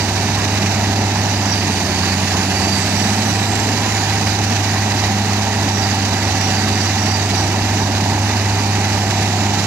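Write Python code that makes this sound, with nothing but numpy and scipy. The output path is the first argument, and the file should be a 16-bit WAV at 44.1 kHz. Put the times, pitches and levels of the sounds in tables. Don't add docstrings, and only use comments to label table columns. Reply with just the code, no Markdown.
import sys
import numpy as np
from scipy import signal
from scipy.fft import rfft, irfft, next_fast_len
from scipy.io import wavfile
from scipy.ndimage import uniform_filter1d, map_coordinates

SR = 44100
rng = np.random.default_rng(int(sys.argv[2]) if len(sys.argv) > 2 else 0)


def wav_record(signal):
    frames = np.transpose(np.atleast_2d(signal))
    bounded = np.clip(frames, -1, 1)
    quanta = np.round(bounded * 32767).astype(np.int16)
    wavfile.write(sys.argv[1], SR, quanta)


N = 426006

# start_s, firing_hz, exhaust_tone_db, its_octave_db
ENGINE = [(0.05, 99, -21.5, -35), (.4, 100, -20.5, -31), (.85, 100.3, -19.5, -29.5),
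          (1.2, 101.1, -19.5, -29.5), (1.45, 100, -20.5, -29.5), (1.6, 99, -21, -30),
          (1.75, 96.3, -23, -28), (1.88, 95.1, -25.5, -25.5), (2.02, 94.7, -22, -26),
          (2.35, 95.4, -21.5, -26), (2.65, 97.7, -23.5, -27.5), (2.8, 98.3, -23, -27),
          (3.25, 102.6, -21, -26.5), (3.45, 102.3, -20.5, -31), (3.75, 103.8, -22, -33),
          (4.15, 102.5, -20.5, -32), (4.5, 102, -19.5, -29.5), (4.75, 101.3, -19.5, -30.5),
          (5.3, 101.6, -20.5, -26.5), (5.7, 100.8, -20.5, -27.5), (6.1, 98.9, -20, -32),
          (6.3, 99.4, -20.5, -31), (6.8, 99.1, -20.5, -31.5), (7.4, 99.3, -20, -33),
          (7.7, 100.2, -19.5, -31.5), (8.35, 101.1, -18.5, -30), (9.25, 101.1, -19.5, -29.5),
          (9.61, 100.6, -20.5, -27)]
GOVERNED_HZ = 100


def amp(db):
    return 10 ** (np.asarray(db) / 20)


def unit(x):
    return x / np.sqrt(np.mean(x ** 2) + 1e-20)


def along(points, hz):
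    f, *columns = np.transpose(points)
    return np.squeeze([np.interp(np.log(hz + 1), np.log(f + 1), c) for c in columns])


def curves(rows):
    s, *columns = np.transpose(rows)
    return [np.interp(np.arange(N) / SR, s, c) for c in columns]


def wobble(rate):
    knots = rng.standard_normal(int(N * rate / SR) + 4)
    return map_coordinates(knots, [np.arange(N) * rate / SR])


def filtered(x, response):
    m = next_fast_len(N + SR // 2)
    return irfft(rfft(x, m) * response(np.fft.rfftfreq(m, 1 / SR)), m)[..., :N]


def modes(table):
    def response(f):
        total = 0
        for k, (centre, width, db) in enumerate(table):
            damping = 1j * f * width
            total = total + (-1) ** k * amp(db) * damping / (centre * centre - f * f + damping)
        return total
    return response


def turns(hz):
    return 2 * np.pi * np.cumsum(hz) / SR


def tone(phase, db, waver_db, blur, rate, locked=False):
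    start = -np.pi / 2 if locked else rng.uniform(0, 2 * np.pi)
    strength = np.sqrt(2) * amp(db + waver_db * wobble(rate))
    return strength * np.sin(phase + start + blur * wobble(rate))


def rush(spectrum, beat, patchy_db):
    # pitch_hz, likeness (0 to 1)
    alike = [(30, .97), (100, 0.95), (350, 0.92), (500, 1), (750, 0.81), (1100, 0.9), (1400, 0.88),
             (1700, 0.89), (2150, 0.67), (2900, 0.71), (3700, 0.69), (4200, 0.16), (15000, .2)]
    z = signal.stft(rng.standard_normal((2, N)), nperseg=512)[2]
    patches = uniform_filter1d(rng.standard_normal(z.shape[1:]), size=8, axis=0)
    patches = uniform_filter1d(patches, size=8, axis=1)
    patchy = signal.istft(z * amp(patchy_db * unit(patches)), nperseg=512)[1][:, :N]

    def mid_side_gains(hz):
        turn = np.arccos(np.clip(along(alike, hz), 0, 1)) / 2
        return amp(along(spectrum, hz)) * [np.cos(turn), np.sin(turn)]

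    mid, side = filtered(beat * patchy, mid_side_gains)
    return unit(np.array([mid + side, mid - side]))


def loader():
    # pitch_hz, level_db
    steady_tones = [(58, -50), (77, -39)]
    return sum(tone(turns(np.full(N, hz)), db, waver_db=2.5, blur=.9, rate=3) for hz, db in steady_tones)


def thuds():
    # start_s, level_db, fall_by_60_db_s
    branches = [(.364, -20.5, .3), (2.032, -24, .25), (2.319, -23, .22), (4.745, -20, .24)]
    # pitch_hz, width_hz, relative_db
    walls = [(1030, 140, 0), (1150, 160, -3), (1500, 400, -10), (2000, 500, -6)]
    shake, t = np.zeros(N + SR), np.arange(SR // 2) / SR
    for s, db, t60 in branches:
        onset = 1 - np.exp(-t / .004)
        shake[round(s * SR):][:len(t)] += amp(db - 60 * t / t60) * onset
    splinters = rng.standard_normal(N) * amp(2 * wobble(120))
    return shake[:N] * unit(filtered(splinters, modes(walls)))


def turbo():
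    # start_s, pitch_hz, level_db
    whistle = [(0, 8100, -46), (.25, 8300, -46), (.6, 8230, -53), (1.4, 8000, -60), (1.65, 8200, -48),
               (2.2, 9520, -48), (2.8, 10730, -48), (3.15, 11200, -51), (3.3, 10980, -58),
               (3.42, 10750, -50.5), (3.8, 10050, -50.5), (4.15, 9250, -53), (4.35, 8800, -64),
               (5.1, 8100, -60), (5.7, 7550, -51), (6.8, 7850, -49), (7.4, 8050, -47), (7.8, 8000, -53),
               (8.6, 7800, -54), (9.1, 7450, -45), (9.66, 7150, -43)]
    # pitch_hz, relative_db_per_hz
    intake = [(5000, -32), (8000, 1), (10500, -7), (15400, -10)]
    lower_over_db, coasting_db = 8.5, 1.5
    wakes_hz, wakes_over_hz = 8100, 300
    hz, upper_db = curves(whistle)
    hz = uniform_filter1d(hz, size=SR // 5, mode="nearest")
    spin = turns(hz)
    upper = tone(spin, upper_db + 1.4 * wobble(9), waver_db=3.5, blur=1.8, rate=480)

    boost = np.clip((hz - wakes_hz) / wakes_over_hz, 0, 1)
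    rise_khz_per_s = np.gradient(hz) * SR / 1000
    lower_db = upper_db + lower_over_db - coasting_db * rise_khz_per_s + 2 * wobble(11)
    lower = boost * tone(spin * 5 / 7, lower_db, waver_db=3.5, blur=1.45, rate=170)

    air = (hz / hz.max()) ** 3.1
    hiss = amp(-40) * air * rush(intake, 1, patchy_db=3.5)
    return upper + lower + hiss


def pump():
    # start_s, level_db, piston_strokes_per_firing
    whine = [(0, -43, 9.58), (.9, -47, 9.58), (1.3, -44, 9.54), (1.55, -40, 9.54), (1.75, -43, 9.44),
             (2, -42.5, 9.5), (2.35, -45, 9.48), (2.7, -40.5, 9.52), (3.05, -41, 9.5), (3.3, -43, 9.56),
             (4.1, -44, 9.55), (4.6, -46, 9.55), (5.4, -52, 9.55), (5.8, -41, 9.52), (6.15, -44, 9.58),
             (6.45, -42, 9.57), (6.8, -43, 9.58), (7.2, -42, 9.58), (7.7, -45, 9.52), (8.3, -50, 9.52),
             (9.66, -52, 9.52)]
    # overtone, relative_db, gain_db_per_hz_of_sag, share_of_the_whine's_swing
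    pistons = [(1, -6, -1, .3), (4, -4, -1, .6), (5, -.5, .9, 1), (6, -3.5, -.2, 1), (7, -9, 1.3, .8)]
    # middle_s, overtone, peak_db, length_s
    squeaks = [(0.0, 5, -30, 0.08), (0.667, 6, -35, 0.09), (1.306, 6, -34.5, 0.08), (1.524, 6, -29, 0.07),
               (1.565, 5, -30, 0.13), (1.93, 5, -35, .16), (2.1, 5, -34.5, 0.14), (2.53, 5, -33, .1),
               (2.68, 5, -31, 0.22), (2.81, 5, -34, .1), (2.97, 5, -35, .16), (3.007, 6, -31, 0.1),
               (3.285, 6, -33, 0.1), (3.3, 5, -36, .1), (3.8, 1, -34.5, .25), (4.52, 6, -35, 0.14),
               (5.76, 6, -34, 0.2), (5.865, 5, -32, 0.16), (6.47, 6, -33, 0.2), (6.571, 5, -33, 0.15),
               (6.78, 5, -36, .2), (6.82, 6, -35, .16), (7.03, 6, -35, .12), (7.11, 6, -31, 0.1),
               (7.14, 5, -33, 0.17), (7.37, 5, -35, .12), (7.4, 6, -36, 0.14), (7.82, 6, -36, 0.16)]
    firing_hz, *_ = curves(ENGINE)
    whine_db, gearing = curves(whine)
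    stroke, t = turns(gearing * firing_hz), np.arange(N) / SR
    mean_db = whine_db.mean()
    out = np.zeros(N)
    for k, db, sag_db, share in pistons:
        level_db = db + sag_db * (GOVERNED_HZ - firing_hz) + mean_db + share * (whine_db - mean_db)
        power = amp(level_db + 1.8 * wobble(16)) ** 2
        flares = np.zeros(N)
        for s, overtone, peak_db, length in squeaks:
            if overtone == k:
                flares += amp(peak_db) ** 2 * np.exp(-(3.1 * (t - s) / length) ** 2)
        power += amp(1.6 * wobble(45)) ** 2 * flares
        out += np.sqrt(power) * tone(k * stroke, 0, waver_db=3, blur=.17 * k, rate=110)
    return out


def exhaust_tones(firing_hz, tone_db, octave_db):
    # sixth, level_db, gain_db_per_hz_of_sag, waver_db
    overtones = [(16, -37, 0, 1.5), (18, -35.5, .6, 2)]
    # sixth_of_the_firing_rate, level_db
    sixths = [(7, -44), (8, -45), (9, -45), (10, -39), (14, -36), (17, -39.5), (19, -46), (21, -41.5),
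              (22, -46), (24, -41.5), (26, -46), (29, -50), (33, -48), (36, -46), (38, -44), (40, -43),
              (42, -41)]
    firing = turns(firing_hz)
    tones = tone(firing, tone_db, waver_db=.17, blur=.054, rate=9.9, locked=True)
    tones += tone(2 * firing, octave_db, waver_db=1.5, blur=.25, rate=7, locked=True)
    for sixth, db, sag_db, waver_db in overtones:
        level_db = db + sag_db * (GOVERNED_HZ - firing_hz)
        tones += tone(firing * sixth / 6, level_db, waver_db, blur=.3, rate=5, locked=True)
    for sixth, db in sixths:
        tones += tone(firing * sixth / 6, db, waver_db=2.8, blur=.3, rate=3)
    return tones


def shredder_engine():
    # pitch_hz, width_hz, relative_db
    hood = [(706, 12, -6), (742, 13, 1), (784, 15, 3), (823, 12, 0), (872, 16, -2), (908, 16, -2),
            (958, 16, -4)]
    growling = [(44, -35.5), (45, -35), (46, -33), (47, -35), (48, -44), (49, -33.5), (52, -35), (53, -37),
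                (54, -34), (55, -42), (56, -41), (57, -35)]
    # pitch_hz, relative_db_per_hz
    roar_spectrum = [(30, -25), (50, -11.5), (70, -2.5), (120, -3), (200, 1), (300, -4), (400, -4.5),
                     (500, -12), (600, -6), (780, -1.5), (950, -5), (1080, -11), (1400, -15.5), (2200, -47)]
    # pitch_hz, relative_db_per_hz
    clatter_spectrum = [(900, -20), (1400, -5.5), (1950, 3), (2400, -2), (3400, -6.5), (3850, -8.5),
                        (4700, -4.5), (5400, -7.5), (6000, -6), (6700, -8), (8000, -17.5), (9000, -22),
                        (12000, -22.5), (15400, -30.5)]
    # start_s, level_db
    grinding = [(0, -23.5), (1.3, -24), (2.4, -22.5), (3.7, -23), (4.8, -23.5), (6.5, -23.5), (8, -24.5),
                (9.66, -23.5)]
    firing_hz, tone_db, octave_db = curves(ENGINE)
    clatter_db, = curves(grinding)
    firing = turns(firing_hz)
    tones = exhaust_tones(firing_hz, tone_db, octave_db)

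    fade_db = -.8 * np.clip(GOVERNED_HZ - firing_hz, 0, None)
    growl = np.zeros(N)
    for sixth, db in growling:
        growl += tone(firing * sixth / 6, db + fade_db, waver_db=1.5, blur=.3, rate=2.5)
    tones += filtered(growl, modes(hood))
    tones += tone(2.18 * firing, -34.5, waver_db=3.5, blur=1.3, rate=8)

    uneven = sum(np.cos(firing * k / 6) for k in (1, 2, 3, 4))
    roar_pulse = 1 + .03 * np.cos(firing) + .022 * uneven
    roar_flutter = amp(.96 * wobble(45) + .091 * wobble(2.83))
    roar = rush(roar_spectrum, roar_pulse * roar_flutter, patchy_db=.5)
    panel_noise = filtered(rng.standard_normal(N) * (1 + .15 * uneven), modes(hood))
    panels = amp(-15 + 1.5 * wobble(2.5)) * unit(panel_noise)

    knock = 1 + .07 * np.cos(firing) + .065 * np.cos(2 * firing)
    knock += .05 * np.cos(firing / 3) + .03 * np.cos(firing / 2) + .035 * np.cos(firing * 2 / 3)
    shaft = np.cos(.226 * firing + wobble(3.14))
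    rattle = amp(.14 * wobble(4.3) + .52 * wobble(48) + .78 * wobble(95) + .68 * shaft)
    clatter = rush(clatter_spectrum, knock * rattle, patchy_db=.67)
    return tones + amp(-22) * (roar + panels) + amp(clatter_db) * clatter


def scene():
    return loader() + thuds() + turbo() + pump() + shredder_engine()


def ports(hz):
    # pitch_hz, left_db, right_db
    port_gains = [(60, -0.5, -0.34), (418, -2, -0.2), (790, -3.5, -1.5), (1164, -3, 3.5), (1400, -8, 2.5),
                  (1570, 0, 1.5), (2170, -5.5, -0.5), (2550, 1.5, 1.5), (2900, 2.5, 3.5), (3340, -5, 3),
                  (3930, -11, 10), (4220, -29.5, 6.5), (7150, -21, 7), (15000, -19.5, 3.5)]
    # pitch_hz, lag_radians
    left_lag = [(60, .03), (200, .15), (400, .3), (800, .58), (1150, .9), (1500, .12), (2050, 1),
                (2250, .33), (2700, 1.5), (3500, 3.1), (4100, 4), (4500, 8), (15000, 8.3)]
    left_db, right_db = along(port_gains, hz)
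    return np.array([amp(left_db) * np.exp(-1j * along(left_lag, hz)), amp(right_db)])


def record(dry):
    top_hz = 15450
    x = filtered(dry, ports)
    x = x / (1 + np.abs(x / .8) ** 5) ** (1 / 5)
    return filtered(x, lambda hz: hz < top_hz)


dry = scene()
out = record(dry)
wav_record(out)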